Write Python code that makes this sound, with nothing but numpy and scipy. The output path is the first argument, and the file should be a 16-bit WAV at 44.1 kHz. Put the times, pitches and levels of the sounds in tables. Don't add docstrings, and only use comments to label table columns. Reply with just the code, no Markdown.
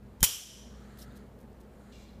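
import sys
import numpy as np
from scipy import signal
from scipy.fft import rfft, irfft
from scipy.io import wavfile
from scipy.ndimage import uniform_filter1d

SR = 44100
rng = np.random.default_rng(int(sys.argv[2]) if len(sys.argv) > 2 else 0)


def master(y):
    cut = np.clip(np.atleast_2d(y).T, -1, 1)
    pcm = np.round(cut * 32767)
    wavfile.write(sys.argv[1], SR, pcm.astype(np.int16))


def voltage_ratio(decibels):
    exponent = np.asarray(decibels, float) / 20
    return 10 ** exponent


N = 97020

# (time [s], peak level [dB], burst decay [s])
PISTON_BLOWS = [(.2000, -60, .0007), (.2058, -43, .002), (.2095, -48, .0015), (.2180, -50, .002),
                (.2255, -50, .002), (.2288, -24, .001), (.2292, -14, .0008), (.2297, -11, .0005),
                (.2300, -11.5, .0009), (.2316, -20, .002), (.2330, -19, .0015), (.2352, -23, .002),
                (.2380, -22, .003), (.2407, -9.5, .0006), (.2416, -18, .003), (.2440, -19, .003),
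                (.2465, -19, .003), (.2490, -19, .002), (.2510, -25, .003), (.2545, -28, .003),
                (.2580, -29, .003), (.2625, -32, .003)]
# (frequency [Hz], level [dB per Hz])
MAT_COLOUR = [(1500, -29.5), (2800, -8), (3600, -2), (5500, -4.5), (7000, -6), (10500, -4), (14800, -6),
              (15600, -21)]


def evened(x):
    return x / np.sqrt(np.mean(x ** 2) + 1e-20)


def smooth_noise(shape, *sizes):
    x = rng.standard_normal(shape)
    for size, axis in sizes:
        x = uniform_filter1d(x, size=size, axis=axis)
    return evened(x)


def read(points, hz):
    f, value = np.transpose(points)
    return np.interp(np.log(hz + 1), np.log(f + 1), value)


def curve(points):
    s, db = np.transpose(points)
    return voltage_ratio(np.interp(np.arange(N) / SR, s, db))


def add(mix, s, sound):
    part = mix[round(s * SR):][:len(sound)]
    part += sound[:len(part)]


def colour(x, points):
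    hz = np.linspace(0, SR / 2, 1025)
    gain = voltage_ratio(read(points, hz)) * np.minimum(hz / points[0][0], 1) ** 2 * (hz < SR / 2)
    taps = signal.minimum_phase(signal.firwin2(2047, hz, gain ** 2 + 1e-9, fs=SR))
    return signal.oaconvolve(x, taps / np.linalg.norm(taps))[:len(x)]


def resonate(x, hz, width):
    r = np.exp(-np.pi * width / SR)
    return 2 * signal.lfilter([1 - r], [1, -r * np.exp(2j * np.pi * hz / SR)], x).real


def body(x, peaks):
    return sum(voltage_ratio(db) * resonate(resonate(x, hz, w), hz, w) for hz, w, db in peaks)


def lift(x, peaks):
    hz = np.fft.rfftfreq(len(x), 1 / SR)
    extra = sum((voltage_ratio(db) / (1 + (2 * (hz - f) / w) ** 2)) ** 2 for f, w, db in peaks)
    return irfft(rfft(x) * np.sqrt(1 + extra), len(x))


def sweep(x, hz, width):
    turn = np.exp(2j * np.pi * np.cumsum(hz) / SR)
    r = np.exp(-np.pi * width / SR)
    low = x / turn
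    for _ in range(2):
        low = signal.lfilter([1 - r], [1, -r], low)
    return 2 * (turn * low).real


def grains(share, spread_db):
    u, e, z = rng.random(N), rng.exponential(1, N), rng.standard_normal(N)
    return evened((u < share) * z * voltage_ratio(spread_db * np.minimum(e, 4)))


def rub(level, tone):
    return curve(level) * evened(body(grains(.4, 1.5), tone))


def small_contacts(contacts):
    out, t = np.zeros(N), np.arange(3000) / SR
    for s, db, hz, t60 in contacts:
        puff = .3 * colour(rng.standard_normal(3000) * np.exp(-t / .001), MAT_COLOUR)
        rough = evened(body(rng.standard_normal(3000), [(hz, 20 / t60, 0)]))
        ringing = voltage_ratio(-60 * t / t60) * (np.sin(2 * np.pi * hz * t) + .6 * rough)
        add(out, s, voltage_ratio(db) * (ringing * np.minimum(t / .002, 1) + puff))
    return out


def fan():
    # (frequency [Hz], level [dB per Hz])
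    air = [(15, -55.5), (30, -20.5), (49, -11), (151, -14.5), (240, -12), (293, -20.5), (427, -17.5),
           (4500, -49.5), (9000, -58.5)]
    # (frequency [Hz], width [Hz], level [dB])
    hum = [(59.2, 1.6, -55), (129, 3, -63), (204.6, 4, -59), (238, 5, -63), (102, 10, -66), (172, 8, -70),
           (425, 10, -74), (479, 3.3, -75)]
    # (time [s], level [dB])
    load = [(0, 4), (.3, -6), (.5, -3), (.7, 1.5), (1.2, 2.5), (1.3, -1), (1.65, -0.5), (1.9, -2), (2.2, 1)]
    air_db, waver_db = -53.5, 1.5
    hz, _, z = signal.stft(rng.standard_normal(N + 4096), SR, nperseg=2048, noverlap=1536)
    patches = smooth_noise(z.shape, (9, 0), (6, 1))
    z = z * voltage_ratio(read(air, hz)[:, None] + 0.79 * patches)
    wash = signal.istft(z, SR, nperseg=2048, noverlap=1536)[1][:N]
    tones = np.zeros(N)
    for f, w, db in hum[4:]:
        tones += voltage_ratio(db) * evened(body(rng.standard_normal(N + SR), [(f, w, 0)])[SR:])
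    for f, w, db in hum[:4]:
        waver = smooth_noise((2, N), (2000, -1), (2000, -1))
        phase = 2 * np.pi * np.cumsum(f + .3 * w * waver[1]) / SR
        tones += voltage_ratio(db + waver_db * waver[0]) * np.sqrt(2) * np.sin(phase)
    return voltage_ratio(air_db) * evened(wash) + curve(load) * tones


def piston_blows():
    # (frequency [Hz], level [dB per Hz])
    crack = [(400, -18), (1200, -12.5), (2600, -9), (4200, -12.5), (6700, -8), (10000, -7.5), (15000, -9.5),
             (16500, -14.5)]
    # (frequency [Hz], width [Hz], level [dB])
    barrel = [(2350, 600, -5), (3130, 240, 3), (3650, 300, -5), (5800, 900, -6), (6800, 600, -2),
              (9700, 500, 0)]
    crack_db, click_size = 4.5, 1.8
    rattle_s, rattle_hz = .237, 2900
    t = np.arange(2000) / SR
    drive = rng.choice([-1., 1.], N) * rng.uniform(.4, 1.5, N)
    power, clicks = np.zeros(N), np.zeros(N)
    for s, db, decay in PISTON_BLOWS:
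        add(power, s, (voltage_ratio(db) * np.minimum(t / 0.00024, 1) * np.exp(-t / decay)) ** 2)
        add(clicks, s + .0001, [click_size * voltage_ratio(db)])
    hits = (np.sqrt(power) * drive + clicks) * voltage_ratio(crack_db)
    thin = signal.sosfilt(signal.butter(2, rattle_hz, 'high', fs=SR, output='sos'), hits)
    hits = np.where(np.arange(N) < rattle_s * SR, hits, thin)
    return colour(hits + body(hits, barrel), crack)


def room_tail():
    # (frequency [Hz], t60 [s])
    die_away = [(300, .25), (1200, 0.73), (3000, 0.78), (6000, 0.77), (9000, 0.6), (12000, 0.58),
                (15000, 0.38)]
    # (frequency [Hz], level [dB per Hz])
    ring = [(300, -19), (860, -22), (2200, -23.5), (3900, -17.5), (4600, -18.5), (7000, -15),
            (11000, -13.5), (15500, -16)]
    # (frequency [Hz], width [Hz], level [dB])
    ring_peaks = [(2460, 350, 4), (3120, 560, 13.5), (5036, 130, 3), (5700, 1000, 9.8), (7180, 700, 3)]
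    room_db, flicker_db = -26.5, 1.0
    hz, frame_s, z = signal.stft(rng.standard_normal(N), SR, nperseg=256, noverlap=192)
    t60 = read(die_away, hz)[:, None]
    power = np.zeros(z.shape)
    for s, db, decay in PISTON_BLOWS:
        age = np.maximum(frame_s - s, 0)
        power += decay * voltage_ratio(2 * (db - 60 * age / t60)) * np.minimum(age / 0.0035, 1) ** 2
    flicker = smooth_noise(z.shape, (3, 0), (14, 1))
    z = z * np.sqrt(power / power.max()) * voltage_ratio(flicker_db * flicker)
    tail = signal.istft(z, SR, nperseg=256, noverlap=192)[1][:N]
    return voltage_ratio(room_db) * colour(lift(tail, ring_peaks), ring)


def whistle():
    # (start [s], end [s], frequency [Hz], width [Hz], level [dB])
    start, end, hz, width, db = (.208, .229, 3150, 450, -44)
    t = np.arange(N) / SR
    swell = np.clip((t - start) / (end - start), 0, 1) ** 1.1 * (t < end)
    breath = evened(body(rng.standard_normal(N), [(hz, width, 0)]))
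    return voltage_ratio(db) * swell * (np.sin(2 * np.pi * hz * t) + 0.17 * breath)


def recoil():
    # (time [s], peak level [dB], sign [+1 or -1], width [s])
    pushes = [
        (.211, -37, 1, .003),
        (.2190, -30, -1, .002),
        (.2216, -26, -1, .0012),
        (.2301, -16.5, 1, .0008),
        (.2330, -26, -1, .001),
        (.2355, -28, -1, .002),
        (.2455, -31, 1, .002),
    ]
    t = np.arange(N) / SR
    return sum(sign * voltage_ratio(db) * np.exp(-.5 * ((t - s) / w) ** 2) for s, db, sign, w in pushes)


def bench_knocks():
    # (time [s], frequency [Hz], t60 [s], level [dB])
    knocks = [(.252, 95, .12, -35), (.416, 720, .06, -48), (.229, 180, .06, -31), (.229, 420, .03, -29),
              (.233, 580, .03, -29), (.232, 730, .03, -29), (.2345, 880, .03, -28), (.242, 1000, .04, -36),
              (.233, 1150, .025, -31), (.250, 1400, .05, -39), (.229, 1600, .03, -29),
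              (.238, 1930, .03, -35)]
    out, t = np.zeros(N), np.arange(9000) / SR
    for s, hz, t60, db in knocks:
        add(out, s, voltage_ratio(db - 60 * t / t60) * np.sin(2 * np.pi * hz * t) * np.minimum(t * hz, 1))
    return out


def spring():
    # (time [s], peak level [dB], frequency [Hz], t60 [s])
    shivers = [(.277, -44, 3000, .08), (.296, -41, 3130, .1), (.315, -44, 3300, .08), (.332, -43, 3120, .1),
               (.36, -47, 2950, .1), (.385, -49, 3200, .1), (.281, -41, 5800, .06), (.43, -52, 3250, .08),
               (.535, -54, 3050, .1), (.55, -57, 2900, .08), (.582, -59, 3250, .1), (.545, -59, 5600, .1),
               (.592, -57, 5800, .1), (.612, -59, 5900, .1), (.628, -61, 3100, .1)]
    return small_contacts(shivers)


def sleeve():
    # (time [s], level [dB])
    slide = [(.6, -73), (.72, -69), (.82, -64), (1.0, -64), (1.2, -65), (1.27, -73.5), (1.32, -91),
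             (1.65, -84), (1.79, -75.5), (1.925, -66), (1.94, -88), (2.2, -97)]
    # (frequency [Hz], width [Hz], level [dB])
    cloth = [(1600, 1100, 0), (3000, 2000, -9), (4000, 1200, -12), (6500, 3000, -15)]
    # (time [s], frequency [Hz])
    fold_pitch = [(.68, 930), (.81, 1310), (1.19, 1330), (1.3, 1150), (1.7, 1450), (1.93, 1380)]
    fold_width_hz, fold_db = 130, -4
    hz = np.interp(np.arange(N) / SR, *np.transpose(fold_pitch))
    fold = sweep(grains(0.47, 1.0), hz, fold_width_hz)
    return rub(slide, cloth) + voltage_ratio(fold_db) * curve(slide) * evened(fold)


def tool_ticks():
    # (time [s], peak level [dB], frequency [Hz], t60 [s])
    ticks = [(.925, -58, 7000, .008), (.988, -47, 12700, .02), (.994, -58, 4200, .05),
             (1.018, -41, 5400, .03), (1.028, -54, 5150, .035), (1.040, -62, 5600, .04),
             (1.021, -47, 5200, .02), (1.110, -60, 3700, .04), (1.123, -53, 12000, .006),
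             (1.165, -66, 3950, .04), (1.177, -54, 12000, .006), (1.189, -62, 12000, .006),
             (1.430, -60, 7500, .006), (1.530, -57, 8000, .006), (1.635, -59, 8000, .006),
             (1.737, -59, 8000, .006), (1.8375, -58, 8500, .006)]
    return small_contacts(ticks)


def hand_scrapes():
    # (start [s], rise [s], hold [s], fall [s], level [dB])
    strokes = [
        (.965, .008, .012, .005, -67),
        (.986, .002, .043, .003, -55),
        (1.032, .003, .013, .004, -66),
        (1.150, .012, .017, .001, -62),
        (1.387, .001, .003, .002, -68),
        (1.395, .008, .018, .01, -71),
        (1.597, .006, .013, .003, -68),
    ]
    t, size = np.arange(N) / SR, np.zeros(N)
    for s, rise, hold, fall, db in strokes:
        fading = np.exp(-np.maximum(t - s - rise - hold, 0) / fall)
        size += voltage_ratio(db) * np.clip((t - s) / rise, 0, 1) ** 2 * fading
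    clumps = voltage_ratio(2.5 * smooth_noise(N, (90, -1)))
    return size * evened(colour(clumps * grains(0.26, 1.9), MAT_COLOUR))


def wire_squeal():
    # (time [s], level [dB])
    squeal = [(1.64, -100), (1.73, -79), (1.91, -76), (2.0, -100), (2.2, -110)]
    # (frequency [Hz], width [Hz], level [dB])
    squeal_tone = [(6800, 300, -1), (7400, 300, -1), (8200, 1500, -8), (9400, 250, 0), (4100, 300, -2)]
    return rub(squeal, squeal_tone)


def pump_drag():
    # (time [s], level [dB])
    drag = [(1.92, -94), (1.923, -62), (1.94, -62.5), (2.04, -64.5), (2.06, -65), (2.15, -70.5),
            (2.2, -76.5)]
    grit = [(1.92, -98.5), (1.923, -68), (1.94, -69), (2.03, -67), (2.07, -75), (2.2, -84)]
    # (frequency [Hz], width [Hz], level [dB])
    drag_tone = [(2400, 500, 0), (2810, 300, 1), (3400, 1400, -1), (4000, 600, -3), (4700, 800, -6)]
    grit_tone = [(6340, 2300, 2), (7300, 1400, 1.5), (11000, 5000, -11)]
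    # (time [s], peak level [dB], frequency [Hz], t60 [s])
    catches = [(1.924, -63, 2850, .05), (1.924, -65, 3950, .05), (1.937, -63, 2800, .07),
               (1.958, -62, 2800, .09), (1.982, -65, 2400, .08), (2.002, -63, 3680, .06),
               (2.036, -65, 2800, .07), (2.075, -68, 3450, .08), (2.086, -66, 4050, .09),
               (1.842, -63, 1100, .06), (1.805, -66, 1350, .05)]
    return rub(drag, drag_tone) + rub(grit, grit_tone) + small_contacts(catches)


def scene():
    shot = piston_blows() + room_tail() + whistle() + recoil() + bench_knocks() + spring()
    handling = sleeve() + tool_ticks() + hand_scrapes() + wire_squeal() + pump_drag()
    return (fan() + shot + handling)[None]


def band_limit(x):
    return signal.sosfilt(signal.butter(12, 16590, fs=SR, output="sos"), x)


def record(dry):
    # (time [s], level [dB])
    gain = [(0, -5.5), (.03, -2), (.232, -1.5), (.26, -5), (.45, -7.5), (.57, -2), (.68, -0.5), (2.2, -0.5)]
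    hiss_db, edge_hz, leak_db = -75, 15280, -31
    heard = (dry + voltage_ratio(hiss_db) * rng.standard_normal(dry.shape)) * curve(gain)
    kept = signal.oaconvolve(heard, signal.firwin(801, edge_hz, fs=SR)[None], "same")
    return band_limit(kept + voltage_ratio(leak_db) * (heard - kept))


dry = scene()
out = record(dry)
master(out)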